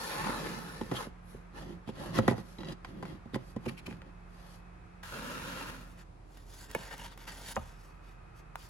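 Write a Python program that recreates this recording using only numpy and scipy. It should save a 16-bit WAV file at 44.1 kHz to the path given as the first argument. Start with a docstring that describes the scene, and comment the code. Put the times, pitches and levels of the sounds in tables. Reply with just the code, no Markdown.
"""A hollow two-part plastic form scrapes over a cutting mat, close up, above a faint machine hum.
It knocks on the bench, creaks as its halves are pressed shut, and clacks apart. Then a stack of thin
plywood is pushed across the mat, and fingers brush and lift its sheets, which clap back.
Each rub is a swarm of tiny slips, coloured by the object and swelling with the speed of the hand;
each knock is a dry snap over the short ring of plastic or wood, with a thump from the bench."""
import sys
import numpy as np
from scipy import signal
from scipy.fft import rfft, irfft
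from scipy.io import wavfile
from scipy.ndimage import uniform_filter1d

SR = 44100
rng = np.random.default_rng(int(sys.argv[2]) if len(sys.argv) > 2 else 0)


def wrap_up_sound(samples):
    """Save the sound to the file named by the first command line argument, as 16-bit audio."""
    columns = np.atleast_2d(samples).T
    # keep every value between -1 and 1, then stretch to whole-number steps
    tamed = np.clip(columns, -1, 1)
    steps = np.round(tamed * 32767).astype(np.int16)
    wavfile.write(sys.argv[1], SR, steps)


N = 383229
TIME = np.arange(N) / SR
HZ = np.fft.rfftfreq(N, 1 / SR)
RING = np.arange(SR // 3) / SR  # time axis of one hit

# colour of the background rush of air: f/Hz, relative level/dB
AIR_COLOUR = [(15, -36), (25, -23), (54, -2.5), (125, -5), (167, -11.5), (264, -19), (354, -15), (515, -20),
              (729, -18), (1240, -19), (2020, -26.5), (2560, -29.5), (2930, -36.5), (11500, -51.5),
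              (15000, -102)]
# tones of the background hum: from t/s, to t/s, f/Hz, width/Hz, level/dB
HUM_TONES = [(0, 8.7, 43.1, 2.6, -54), (0, 6.04, 176.7, 1.88, -59.5), (6.04, 7.6, 175.6, 3.44, -72.5),
             (6.04, 7.6, 292.5, 30, -71), (6.04, 7.6, 536, 72, -78), (7.6, 8.7, 161.8, 4.17, -63),
             (7.6, 8.7, 1260, 167.6, -71), (0, 8.7, 723, 21, -78), (0, 6.04, 1260, 69, -78.5),
             (3.4, 6.04, 2548, 25.3, -79), (7.6, 8.7, 2543, 98, -76.5)]

# stereo likeness of room tone, mat rubs and finger rubs: f/Hz, left-right correlation
ROOM_LIKENESS = [(60, 1), (130, 0.66), (290, 0.49), (640, -0.33), (1410, -0.055), (3100, 0.19),
                 (6820, -0.12), (15000, 0.73)]
MAT_LIKENESS = [(60, 1), (150, 0.99), (290, 0.59), (640, 0.96), (1400, 0.2), (3100, 0.058), (7000, 0.38),
                (12000, 0.79)]
FINGER_LIKENESS = [(60, 0.97), (130, 1), (290, 1), (640, 0.82), (1410, 1), (3100, 1), (6820, 1),
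                   (15000, 0.18)]
# stereo balance, with the bass leaning right: f/Hz, left minus right level/dB
BALANCE = [(60, -3.0), (110, -1.5), (200, -5.5), (300, -3.5), (400, -2.5), (560, 0.5), (750, 2), (1290, 0),
           (2380, -0.5), (4400, 2.5), (8120, -1), (15000, 0)]
# lead of the left microphone port over the right at off_axis = 1: f/Hz, phase/rad
PORT_PHASE = [(100, -0.05), (300, -0.26), (650, 1.5), (1500, 1), (3000, 2.04), (5000, 2.5), (6000, 1.55),
              (7500, 1.25), (8700, 5.5), (10500, -1.1), (11600, 0.5), (13000, -6)]

# colours of the rubs: f/Hz, relative level/dB
FINGER_COLOUR = [(100, -1), (250, -5), (400, -5.5), (530, 4.5), (750, 0.5), (900, 8.5), (1130, -6),
                 (1300, 5.5), (1700, -0.5), (2300, -2.5), (2950, -2), (4200, -10.5), (7500, -17),
                 (8500, -21), (11000, -17), (15000, -25.5)]  # fingertips on wood grain
SKIN_COLOUR = [(500, -20), (1000, 3), (2000, -2.5), (4000, -3.5), (8000, -12.5), (11000, -10), (15000, -19)]  # scuffing skin
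STACK_COLOUR = [(60, -18), (120, -4), (200, 9), (300, -1.5), (410, -10), (530, 4), (740, -13), (940, 0.5),
                (1100, -7.5), (1300, -0.5), (1680, -6.5), (2050, -12), (2550, -12.5), (3200, -15.5),
                (6500, -18), (8500, -21.5), (11500, -21), (15000, -27)]  # plywood on the mat
FLAT_COLOUR = [(35, -43), (60, -13), (70, -23), (125, -15), (157, -12.5), (196, 4.5), (335, -9),
               (375, -10.5), (479, -11.5), (524, -7.5), (749, -21.5), (837, -5.5), (1140, -15), (1340, -11),
               (1570, -17), (1750, -12), (2000, -21), (2620, -19), (3060, -23.5), (4680, -24.5),
               (8180, -36.5), (10500, -32.5), (12500, -36), (16200, -52), (22000, -120)]  # the form lying on the mat
HELD_COLOUR = [(35, -28), (60, -12), (234, -0.5), (438, -13), (524, -9.5), (586, -13.5), (700, -19),
               (916, -11), (1200, -19), (1370, -17.5), (1530, -24), (1830, -16.5), (2190, -28),
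               (2860, -21.5), (4180, -27.5), (4890, -24.5), (5350, -31), (5720, -31), (8360, -37),
               (11200, -34), (12500, -38), (16200, -66), (22000, -120)]  # the form in the hands

# modes of the struck parts: f/Hz, relative level/dB, unstretched t60/s
BENCH_MODES = [(66, -15.5, 0.25), (104.6, -11, 0.24), (126.5, -2.5, 0.15), (188, -3, 0.1), (227, 1.5, 0.11),
               (275, 4.5, 0.035), (323, -7, 0.047), (381, -3, 0.078), (468, -10, 0.06)]
VENEER_MODES = [(1590, 8, 0.018), (1823, 9.5, 0.025), (2750, 1.5, 0.021), (2970, 0.5, 0.021),
                (3470, 3, 0.018), (3900, -3, 0.018), (4520, -1, 0.015), (5070, -6.5, 0.015),
                (5760, -11, 0.012), (6400, -4, 0.013), (6970, -5, .018), (7840, -7, 0.018)]  # the papery top layer of the plywood
SHEET_MODES = [(292, -18, 0.19), (445, -4, 0.053), (512, 3, 0.047), (617, 3, 0.048), (750, -2, 0.048),
               (946, 0, 0.075), (1023, -5, 0.12), (1200, -6, 0.034), (1790, 0.5, 0.042), (2320, 1, 0.063),
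               (2670, -1.5, 0.057), (3050, -3, 0.058)]  # one plywood sheet
SHELL_MODES = [(396, -1, 0.033), (522, 1.5, 0.1), (673, -0.5, 0.039), (778, 0, 0.04), (863, 0.5, 0.07),
               (1015, 2, 0.046), (1310, 0, 0.019), (1420, -9, 0.02), (1880, -2.5, 0.05), (1970, -2, 0.065),
               (3104, -6.5, 0.039), (3450, 0, 0.031), (3940, -1, 0.035), (4830, 5.5, 0.034),
               (5670, -8, 0.035)]  # the hollow form
RIM_MODES = [(1930, 1, 0.042), (2800, -4, 0.055), (3190, -1, 0.041), (3950, 4.5, 0.035), (4850, -8, 0.031),
             (5600, -9, 0.036)]  # the rims where its halves meet

# fingertip strokes on the plywood: fastest t/s, rise/s, fall/s, scrape level/dB, hiss/dB re scrape
FINGER_STROKES = [ (5.898, 0.02, 0.063, -74, 3), (6.015, 0.048, 0.017, -60.5, -5),
                  (6.38, 0.084, 0.063, -67.5, -1.5), (6.61, 0.12, 0.057, -59.5, 1.5),
                  (6.84, 0.14, 0.11, -50.5, -6.5), (6.931, 0.026, 0.023, -46.5, -10),
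                  (7.04, 0.066, 0.045, -50.5, -7.5), (7.125, 0.046, 0.03, -60.5, -10),
                  (7.215, 0.042, 0.049, -54.5, -6.5), (7.287, 0.014, 0.022, -44, -7),
                  (7.322, 0.014, 0.015, -53.5, -9), (7.40, 0.068, 0.077, -52.5, -2),
                  (7.527, 0.092, 0.0071, -51, 1.5), (7.61, 0.33, 0.15, -62, -3.5),
                  (7.83, 0.068, 0.1, -70.5, 1.5), (8.089, 0.075, 0.056, -68, -5.5),
                  (8.385, 0.031, 0.025, -67.5, 0), (8.63, 0.051, 0.058, -65, 6.5)]
# quick scuffs of skin and edges: middle t/s, length/s, level/dB, resonance f/Hz, width/Hz
SCUFFS = [(0.967, 0.04, -43.5, 3120, 300), (1.013, 0.044, -62, 4200, 900), (1.891, 0.038, -54, 3020, 900),
          (1.302, 0.1, -69, 11200, 1500), (2.05, 0.09, -64, 11300, 400), (2.16, 0.043, -53, 5600, 500),
          (2.183, 0.011, -40.5, 3400, 900), (2.163, 0.037, -48, 1920, 250),
          (2.299, 0.042, -42.5, 1950, 200), (3.075, 0.08, -58.5, 1940, 150), (3.355, 0.018, -46, 1970, 250),
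          (3.338, 0.01, -56, 3500, 300), (3.662, 0.016, -49, 2500, 200), (3.691, 0.018, -41.5, 2400, 450),
          (3.787, 0.028, -49, 2530, 253), (3.868, 0.012, -44, 2600, 399), (3.902, 0.066, -58, 2460, 150),
          (7.123, 0.021, -54, 1030, 250), (7.32, 0.012, -54.5, 7800, 250),
          (7.56, 0.0051, -42.5, 6800, 1210), (8.615, 0.076, -63, 2980, 248)]
# plywood claps (the hand grabbing the stack, its edge catching, sheets falling back): t/s, sheet level/dB,
# brightness f/Hz, thump level/dB, ring time factor, tick level/dB,
WOOD_CLAPS = [ (5.034, -43, 3550, -66, 0.68, -48, 1.54, -40, 1500),
              (5.611, -44, 3500, -54, 0.66, -50, 1.44, -35, 1400),
              (6.372, -47, 4030, -70, 0.17, -50.5, 1.6, -51, 2500),
              (6.7135, -51, 3970, -70, 0.25, -38, 0.96, -54, 3000),
              (6.749, -22.5, 2220, -35, 0.907, -31.5, .95, -20.5, 570),
              (6.757, -38, 800, -36, 1.28, -58, 0.99, -33, 330),
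              (6.791, -51, 2900, -42, 0.79, -58, 1.2, -42, 1690),
              (6.939, -41, 3500, -60, 0.47, -47, 1.3, -43, 1700),
              (6.980, -50, 3980, -68, .4, -43, 1.1, -50, 2500),
              (7.176, -45, 4000, -52, 0.43, -46, 1.15, -45, 1700),
              (7.278, -48, 3950, -68, 0.62, -48, 1.16, -45, 1700),
              (7.565, -23, 1250, -54, 0.87, -43, 1.08, -21.5, 840),
              (7.571, -23.5, 1000, -28.5, 1.14, -49, 1.24, -31, 650),
              (8.556, -35, 2000, -70, 0.64, -41.5, 1.53, -26.5, 1020)]
# strokes of the form over the mat and through the hands:
# fastest t/s, rise/s, fall/s, scrape level/dB, hiss/dB re scrape, rumble/dB re scrape
FORM_STROKES = [ (0.04, 0.29, 0.16, -45, -5.5, -12), (0.117, 0.015, 0.025, -43.5, -18, -7),
                (0.203, 0.02, 0.015, -44, -14, 1), (0.26, 0.24, 0.32, -41.5, -9, -1.5),
                (0.29, 0.032, 0.021, -41.5, -25, 2.5), (0.465, 0.037, 0.025, -45, -16, -2),
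                (0.70, 0.52, 0.23, -51.5, -8.5, 9), (1.0, 0.073, 0.057, -43.5, -9.5, 0),
                (1.31, 0.037, 0.094, -64.5, -6, 7.5), (1.596, 0.043, 0.047, -49.5, -12.5, 1.5),
                (1.70, 0.08, 0.058, -57.5, -13, 12.5), (2.04, 0.083, 0.1, -47, -14.5, 6.5),
                (2.178, 0.036, 0.024, -37, -15.5, 1.5), (2.26, 0.091, 0.041, -49, -16, 9),
                (2.39, 0.038, 0.034, -54, -9.5, 8.5), (2.50, 0.074, 0.1, -62, -5, -1.5),
                (2.61, 0.02, 0.025, -55, -16, 14), (2.705, 0.048, 0.028, -49, -15.5, 7.5),
                (2.89, 0.044, 0.037, -59.5, -12, 6), (2.99, 0.083, 0.055, -63, -15, 17.5),
                (3.11, 0.073, 0.062, -55.5, -17, 9), (3.40, 0.096, 0.056, -62.5, -15, 6.5),
                (3.50, 0.057, 0.035, -68, 0, 12), (3.70, 0.072, 0.049, -57.5, -8.5, 8.5),
                (3.93, 0.11, 0.052, -61.5, -12, 10), (4.08, 0.045, 0.024, -66, -19, 11),
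                (4.42, 0.11, 0.13, -61.5, -10, -17), (4.53, 0.077, 0.055, -64.5, -2, -9)]
# hard catches of the rims as the halves slide home: t/s, level/dB
RIM_CATCHES = [(2.585, -46.5), (2.61, -51), (2.624, -53), (2.634, -51), (2.647, -46.5), (2.654, -47),
               (2.674, -51), (2.686, -44), (2.706, -53)]
# knocks of the form: t/s, shell level/dB, base brightness f/Hz, thump level/dB, snap level/dB, snap f/Hz
FORM_KNOCKS = [ (0.246, -35, 2000, -46, -38, 1000), (0.266, -33, 1500, -41, -38, 800),
               (0.291, -34, 800, -25.5, -34, 450), (0.812, -32, 1700, -24, -33.5, 560),
               (0.914, -32.5, 2200, -26, -37, 900), (0.918, -28.5, 1020, -22.5, -34, 455),
               (0.943, -31, 900, -33, -40, 400), (1.067, -49, 550, -32.5, -37, 370),
               (1.345, -56, 400, -36, -39, 300), (1.875, -43, 1560, -31, -47, 550),
               (1.889, -31.5, 750, -28.5, -37, 420), (2.1868, -12.5, 800, -11.5, -16, 710),
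               (2.2792, -16, 1560, -12.5, -15.5, 468), (2.311, -29.5, 1600, -19, -28, 403),
               (2.321, -28, 750, -28, -29, 447), (2.331, -25.5, 560, -31, -36, 480),
               (2.341, -31, 520, -39, -41, 450), (2.380, -39, 2300, -30, -49, 400),
               (2.588, -46.5, 3070, -35, -51, 397), (2.633, -41, 1700, -40, -42, 1000),
               (2.722, -43, 4960, -34, -43, 450), (2.847, -38, 2600, -63, -33.5, 1220),
               (3.026, -36, 1540, -34, -38.5, 910), (3.031, -36.5, 1400, -36.5, -39, 756),
               (3.053, -40.5, 1910, -36, -41, 1300), (3.257, -46, 700, -35, -47, 300),
               (3.334, -47, 900, -29.5, -45, 302), (3.344, -31.5, 2550, -26, -32.5, 1500),
               (3.357, -31, 1380, -23, -30, 404), (3.563, -39.5, 1920, -26, -29, 318),
               (3.660, -36.5, 1190, -27, -43, 700), (3.665, -45, 850, -24, -31.5, 387),
               (3.673, -44, 700, -28, -34, 335), (3.879, -41, 1210, -27.5, -38, 303),
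               (3.91, -44, 1700, -36, -41, 1400), (3.926, -46, 1800, -39, -42.5, 1400),
               (4.018, -48, 1905, -60, -43, 1690)]


def amp(db):
    """Decibels to gain."""
    return 10 ** (np.asarray(db) / 20)


def unit_rms(x):
    """Scales to rms 1."""
    return x / np.sqrt(np.mean(x ** 2) + 1e-20)


def curve(points, hz=HZ):
    """Reads a spectrum table on a log-frequency axis."""
    f, value = np.transpose(points)
    return np.interp(np.log(hz + 1), np.log(f + 1), value)


def add(mix, s, sound):
    """Drops a sound into the stereo mix at time s."""
    part = mix[:, max(round(s * SR), 0):][:, :sound.shape[-1]]
    part += sound[..., :part.shape[-1]]


def eq(x, gain):
    """Filters a full-length sound with a gain for each frequency."""
    return irfft(rfft(x) * gain, N)


def soften(x, hz, order=2):
    """Low-pass: a softer contact lasts longer and excites less treble."""
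    return signal.sosfilt(signal.butter(order, min(hz, SR * .45), fs=SR, output="sos"), x)


def excite(drive, response):
    """Plays a signal through a stereo impulse response."""
    return signal.fftconvolve(drive, response, axes=1)[:, :N]


def stereo(two, likeness):
    """Blends two unrelated sounds into a left and a right with the given correlation."""
    same = np.clip(curve(likeness), -.99, .99)
    mid, side = eq(two[0], np.sqrt(1 + same)), eq(two[1], np.sqrt(1 - same))
    return np.array([mid + side, mid - side])


def wander(hz):
    """Slow random motion of rms 1."""
    return unit_rms(eq(rng.standard_normal(N), 1 / (1 + (HZ / hz) ** 4)))


def during(start, stop):
    """A soft-edged gate, open between two times."""
    return uniform_filter1d(((TIME >= start) & (TIME < stop)) * 1., size=2000)


def stroke(s, rise_s, fall_s):
    """Speed of a hand movement: a bell that swells to 1 at time s and dies away."""
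    distance = abs(TIME - s) / np.where(TIME < s, rise_s, fall_s)
    return np.exp(-np.minimum(distance, 10) ** 2.2)


def effort(moves, hiss_power=0.93, rumble_power=0.77):
    """Envelopes of scrape, hiss and rumble: each follows a power of the speed of the moves."""
    energy = np.zeros((3, N))
    for speed, db, hiss_db, rumble_db in moves:
        moving = speed > .001
        swell = speed[moving] ** np.array([[1], [hiss_power], [rumble_power]])
        energy[:, moving] += (amp([[db], [db + hiss_db], [db + rumble_db]]) * swell) ** 2
    return np.sqrt(energy)


def friction(colour, likeness, per_s, spread_db, judder_db, judder_hz, ripple_db, ripple_hz, body_db):
    """Tiny uneven slips ring a body; the hand judders, and the colour ripples as the contact travels."""
    slips = (rng.random((2, N)) < per_s / SR) * rng.standard_normal((2, N))
    slips *= amp(spread_db * np.minimum(rng.exponential(1, N), 4) + judder_db * wander(judder_hz))
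    crowded_modes = unit_rms(uniform_filter1d(rng.standard_normal(len(HZ)), size=600))
    body = eq(stereo(slips, likeness), amp(body_db * crowded_modes))
    hz, _, frames = signal.stft(body, SR, nperseg=512, noverlap=384)
    ripple = uniform_filter1d(rng.standard_normal(frames.shape[1:]), size=40, axis=1)
    ripple_bins = max(round(ripple_hz / hz[1]), 1)  # width of one ripple in the spectrum
    ripple = unit_rms(uniform_filter1d(ripple, ripple_bins, axis=0))
    frames = frames * amp(curve(colour, hz)[:, None] + ripple_db * ripple)
    return signal.istft(frames, SR, nperseg=512, noverlap=384)[1][:, :N]


def rub(envelopes, grain, low_hz=450, high_hz=4500):
    """Rides three bands of friction: mid scrape, hiss of light contact, rumble of weight on the bench."""
    low = 1 / (1 + (HZ / low_hz) ** 6)
    high = 1 - 1 / (1 + (HZ / high_hz) ** 6)
    bands = 1 - low - high, high, low
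    return sum(gain * unit_rms(eq(grain, band)) for gain, band in zip(envelopes, bands))


def touches(envelope, sound, per_s, db, spread_db=2.5):
    """Chance contacts of uneven size set off a short sound, harder as the envelope swells."""
    size = amp(db + spread_db * np.clip(rng.standard_normal(N), -2, 2))
    hits = (rng.random(N) < per_s / SR) * size * envelope
    return excite(hits[None], sound)


def ring(modes, stretch=1, *, scatter, uneven_db=2.0, apart_hz=550):
    """Damped modes; each blow lands elsewhere, and higher modes reach the two sides out of step."""
    hz, db, t60 = np.transpose(modes)[:, :, None]
    detune, size, turn = rng.standard_normal((3, len(modes), 1))
    skew = np.minimum(hz / apart_hz, 1) * (.5 + .5 * turn)
    gains = rng.choice([-1, 1], (len(modes), 1)) * amp(db + uneven_db * size)
    fade = gains / np.linalg.norm(gains) * amp(-60 * RING / (t60 * stretch))
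    phase = 2 * np.pi * hz * (1 + scatter * detune) * RING
    return np.array([(fade * np.sin(phase + side * skew)).sum(0) for side in (-1, 1)])


def crack(t60):
    """The short burst of crowded high modes at the moment of contact."""
    left, right, both = rng.standard_normal((3, len(RING)))
    return (np.array([left, right]) + both) / 2 * amp(-60 * RING / t60)


def thump(rise_s=0.0029):
    """The bench top swells under the soft mat a few milliseconds after a blow."""
    return ring(BENCH_MODES, scatter=0.0096) * (1 - np.exp(-(RING / rise_s) ** 2))


def snap(hz, sweep_s, octaves):
    """The first bending wave through a thin wall: treble outruns bass in a dry, falling snap."""
    f = np.fft.rfftfreq(len(RING), 1 / SR)
    turns = sweep_s * (2 * np.sqrt(1000 * f) - f / 2) + .5 * f / hz
    band = np.exp(-(np.log2((f + 1) / hz) / octaves) ** 2)
    wave = irfft(band * np.exp(-2j * np.pi * turns), len(RING))
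    return wave / abs(wave).max() * (RING < RING[-1] / 2)


def room(x, t60=0.42, dull_hz=3500, wet_db=-14):
    """A small furnished room: a short, dull tail of scattered reflections."""
    taps = rng.standard_normal((2, len(RING))) * (rng.random((2, len(RING))) < 2500 / SR)
    taps *= (RING > .005) * amp(-60 * RING / t60)
    tail = soften(taps, dull_hz, order=1) / np.linalg.norm(taps[0])
    return x + amp(wet_db) * excite(x, tail)


def ports(x, off_axis):
    """Sound from the side meets the two microphone ports out of phase, more so at a wider angle."""
    return eq(x, np.exp(.5j * np.array([[1], [-1]]) * off_axis * curve(PORT_PHASE)))


def background(air_db=-54.5, dip_hz=1670, dip_db=-6, dull_s=(6.04, 7.6)):
    """A rush of air and wavering machine tones; the whole bed turns abruptly duller for a while."""
    noise = stereo(rng.standard_normal((2, N)), ROOM_LIKENESS)
    air = amp(air_db) * unit_rms(eq(noise, amp(curve(AIR_COLOUR))))
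    upper_mids = eq(air, np.exp(-np.log2((HZ + 1) / dip_hz) ** 2))
    out = air + (amp(dip_db) - 1) * during(*dull_s) * upper_mids
    for start, stop, hz, width_hz, db in HUM_TONES:
        pitch = hz + width_hz / 2 * wander(width_hz)
        tone = np.sin(2 * np.pi * np.cumsum(pitch) / SR) * amp(1.8 * wander(width_hz))
        out += amp(db) * unit_rms(tone) * during(start, stop)
    return out


def fibre_tick():
    """A wood fibre catches and snaps free."""
    return soften(crack(t60=0.009), hz=6000)


def scuffs(skin):
    """Quick scuffs of skin and edges, each singing in one loose resonance."""
    out = np.zeros((2, N))
    for s, length, db, hz, width_hz in SCUFFS:
        near = abs(TIME - s) < 1.5 * length
        sung = signal.lfilter(*signal.iirpeak(hz, hz / width_hz, fs=SR), skin[:, near])
        scuff = unit_rms(unit_rms(sung) + 0.73 * unit_rms(skin[:, near]))
        swell = np.exp(-(2 * (TIME[near] - s) / length) ** 2)
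        add(out, TIME[near][0], amp(db) * swell * scuff)
    return out


def fingers(veneer_db=-3, rumble_db=-5.5, shift_db=4, shift_hz=9):
    """Dry fingertips brush the wood grain, ring the thin veneer, catch on fibres and scuff."""
    grain = friction(FINGER_COLOUR, FINGER_LIKENESS, per_s=12000, spread_db=1.5,
                     judder_db=2.0, judder_hz=45.2, ripple_db=2.5, ripple_hz=240, body_db=2.65)
    skin = friction(SKIN_COLOUR, MAT_LIKENESS, per_s=12000, spread_db=1.5,
                    judder_db=1.6, judder_hz=120, ripple_db=1.6, ripple_hz=300, body_db=2.5)
    envelopes = effort((stroke(s, rise, fall), db, hiss_db, rumble_db)
                       for s, rise, fall, db, hiss_db in FINGER_STROKES)
    # the veneer's modes shift as the fingertips press it down in other places
    places = [excite(skin, ring(VENEER_MODES, scatter=0.008)) for _ in range(3)]
    papery = sum(place * amp(shift_db * wander(shift_hz)) for place in places)
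    brushing = rub(envelopes, unit_rms(grain) + amp(veneer_db) * unit_rms(papery))
    return brushing + touches(envelopes[0], fibre_tick(), per_s=83, db=7) + scuffs(skin)


def slide_envelope(start_s, onset, settle_s, ease_s=5.587, slow_s=0.19):
    """The sliding sound starts abruptly at `onset` times its steady level, settles and eases to a stop."""
    glide = 1 - (1 - onset) * np.exp(-np.maximum(TIME - start_s, 0) / settle_s)
    stopping = np.exp(-(np.maximum(TIME - ease_s, 0) / slow_s) ** 2)
    return (TIME >= start_s) * glide * stopping


def plywood_slide(thin_hz=950, unsteady_db=0.7, unsteady_hz=18):
    """The top sheets slide first, the pile drags after them, and its edge catches on the mat."""
    grain = friction(STACK_COLOUR, MAT_LIKENESS, per_s=16000, spread_db=1.0,
                     judder_db=0.5, judder_hz=69.0, ripple_db=1.3, ripple_hz=150, body_db=2.0)
    thin = eq(grain, 1 - 1 / (1 + (HZ / thin_hz) ** 4))  # the light top sheets alone have no body
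    top = slide_envelope(5.03, onset=0.63, settle_s=0.24)
    pile = slide_envelope(5.122, onset=1.3, settle_s=0.087)
    top_db, pile_db = (-46.5, -9.5, -18), (-54.5, -17.5, 6)  # scrape, then hiss and rumble re scrape
    out = rub(effort([(top, *top_db)], hiss_power=0.81), thin)
    out += rub(effort([(pile, *pile_db)], rumble_power=0.62), grain)
    out *= amp(unsteady_db * wander(unsteady_hz))
    out += touches(top, fibre_tick(), per_s=90, db=-52)
    catch = stroke(5.605, rise_s=0.066, fall_s=0.018)
    edge = ring(VENEER_MODES, stretch=0.54, scatter=0.047) + ring(SHEET_MODES, stretch=0.32, scatter=0.047)
    return out + touches(catch, soften(edge, hz=3700), per_s=190, db=-49)


def plywood_claps():
    """The hand grabs the stack, its edge catches at the end of the push, and lifted sheets fall back on the
    pile: each a tick and a snap, a woody ring, a thump from the bench."""
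    out = np.zeros((2, N))
    for s, sheet_db, contact_hz, thump_db, stretch, tick_db, pitch, snap_db, snap_hz in WOOD_CLAPS:
        modes = ring(np.multiply(SHEET_MODES, (pitch, 1, 1)), stretch, scatter=0.016)
        sheet = soften(modes + amp(-10) * crack(t60=0.037 * stretch), contact_hz)
        add(out, s, amp(sheet_db) * sheet + amp(thump_db) * thump() + amp(tick_db) * crack(t60=0.021))
        add(out, s, amp(snap_db) * snap(snap_hz, sweep_s=0.002986 * stretch / pitch, octaves=1.08))
    flap = ring([(73.7, 0, 0.31)], scatter=.01)  # a released sheet flaps as a whole
    add(out, 7.575, amp(-37.5) * flap)
    return out


def form_grain(lift_s=1.6, flat_shell_db=-15, held_shell_db=-10, drone_db=-7.5):
    """Rubbing rings shell and bench; the mat damps the shell until the hands take the form's weight."""
    flat = friction(FLAT_COLOUR, MAT_LIKENESS, per_s=9000, spread_db=2.0,
                    judder_db=0.57, judder_hz=59.7, ripple_db=2.5, ripple_hz=200, body_db=2.04)
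    held = friction(HELD_COLOUR, MAT_LIKENESS, per_s=12000, spread_db=2.2,
                    judder_db=0.65, judder_hz=60, ripple_db=2.0, ripple_hz=200, body_db=2.0)
    lifted = during(lift_s, TIME[-1])
    grain = unit_rms(flat) * (1 - lifted) + unit_rms(held) * lifted
    hollow = unit_rms(excite(grain, ring(SHELL_MODES, scatter=0.0023)))
    drone = unit_rms(excite(grain, ring(BENCH_MODES, scatter=0.003)))
    shell_db = flat_shell_db + (held_shell_db - flat_shell_db) * lifted
    return grain + amp(shell_db) * hollow + amp(drone_db) * drone


def form_creak(span_s=(2.587, 2.715), per_s=63, jitter=0.19, slip_db=-47, uneven_db=3):
    """The halves stick and slip as they are pressed shut, ringing shell and rims; a few slips catch hard."""
    out = np.zeros((2, N))
    rim = ring(RIM_MODES, scatter=.003)
    shell = soften(ring(SHELL_MODES, scatter=0.012), hz=6000)
    slip = amp(-4) * shell + amp(-6) * rim
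    for s, late, size in zip(np.arange(*span_s, 1 / per_s), *rng.standard_normal((2, 100))):
        add(out, s + jitter * late / per_s, amp(slip_db + uneven_db * size) * slip)
    for s, db in RIM_CATCHES:
        catch = ring(RIM_MODES, scatter=0.0044) + amp(1) * soften(crack(t60=.012), hz=6000)
        add(out, s, amp(db) * catch)
    return out


def form_knocks(chatter_s=0.003334, chatter=0.57):
    """Hollow plastic clacks over a bench thump; the loose halves touch again just after each blow."""
    out = np.zeros((2, N))
    for s, shell_db, contact_hz, thump_db, snap_db, snap_hz in FORM_KNOCKS:
        for delay, share in ((0, 1), (chatter_s, chatter)):
            shell = ring(SHELL_MODES, scatter=0.016, uneven_db=4.0) + amp(1) * crack(t60=0.055)
            add(out, s + delay, share * amp(shell_db) * soften(shell, contact_hz * 1.1))
        tick = soften(crack(t60=0.027), contact_hz * 4, order=1)
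        add(out, s, amp(shell_db - 10.5) * soften(tick, hz=13600, order=4))  # the tick has almost nothing above 13.6 kHz
        add(out, s, amp(thump_db) * thump() + amp(snap_db) * snap(snap_hz, sweep_s=0.003993, octaves=1.05))
    return out


def form():
    """The plastic form scrapes, creaks and knocks; as it moves, its halves rattle and grit ticks under it."""
    envelopes = effort((stroke(s, rise, fall), *levels) for s, rise, fall, *levels in FORM_STROKES)
    out = rub(envelopes, form_grain()) + form_creak()
    rattle = ring(SHELL_MODES, stretch=0.74, scatter=0.009)
    out += touches(envelopes[0], soften(rattle, hz=1410), per_s=26, db=4)
    grit = crack(t60=0.013) + amp(-8) * ring(SHELL_MODES, stretch=0.32, scatter=0.0035)
    out += touches(envelopes[0], soften(grit, hz=4200), per_s=98, db=-0.5)
    return out + form_knocks()


def scene():
    """Form, plywood and fingers, placed in stereo and set in the room over the background hum."""
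    bench = ports(form(), off_axis=0.98)
    bench += ports(plywood_slide() + plywood_claps(), off_axis=0.87)
    bench += ports(fingers(), off_axis=0.4)
    balance = amp(np.array([[.5], [-.5]]) * curve(BALANCE))
    return eq(room(bench) + background(), balance)


def record(dry, edge_hz=15900):
    """The whole sound has thin deep bass, a dip near 13.5 kHz and nothing above about 16 kHz."""
    response = [(28, -14), (38, -1), (12300, 1.5), (13500, -7.0), (16000, 4.0)]  # f/Hz, level/dB
    band_limit = signal.firwin(511, edge_hz, window=("kaiser", 9), fs=SR)
    return signal.oaconvolve(eq(dry, amp(curve(response))), band_limit[None], "same")


dry = scene()
out = record(dry)
wrap_up_sound(out)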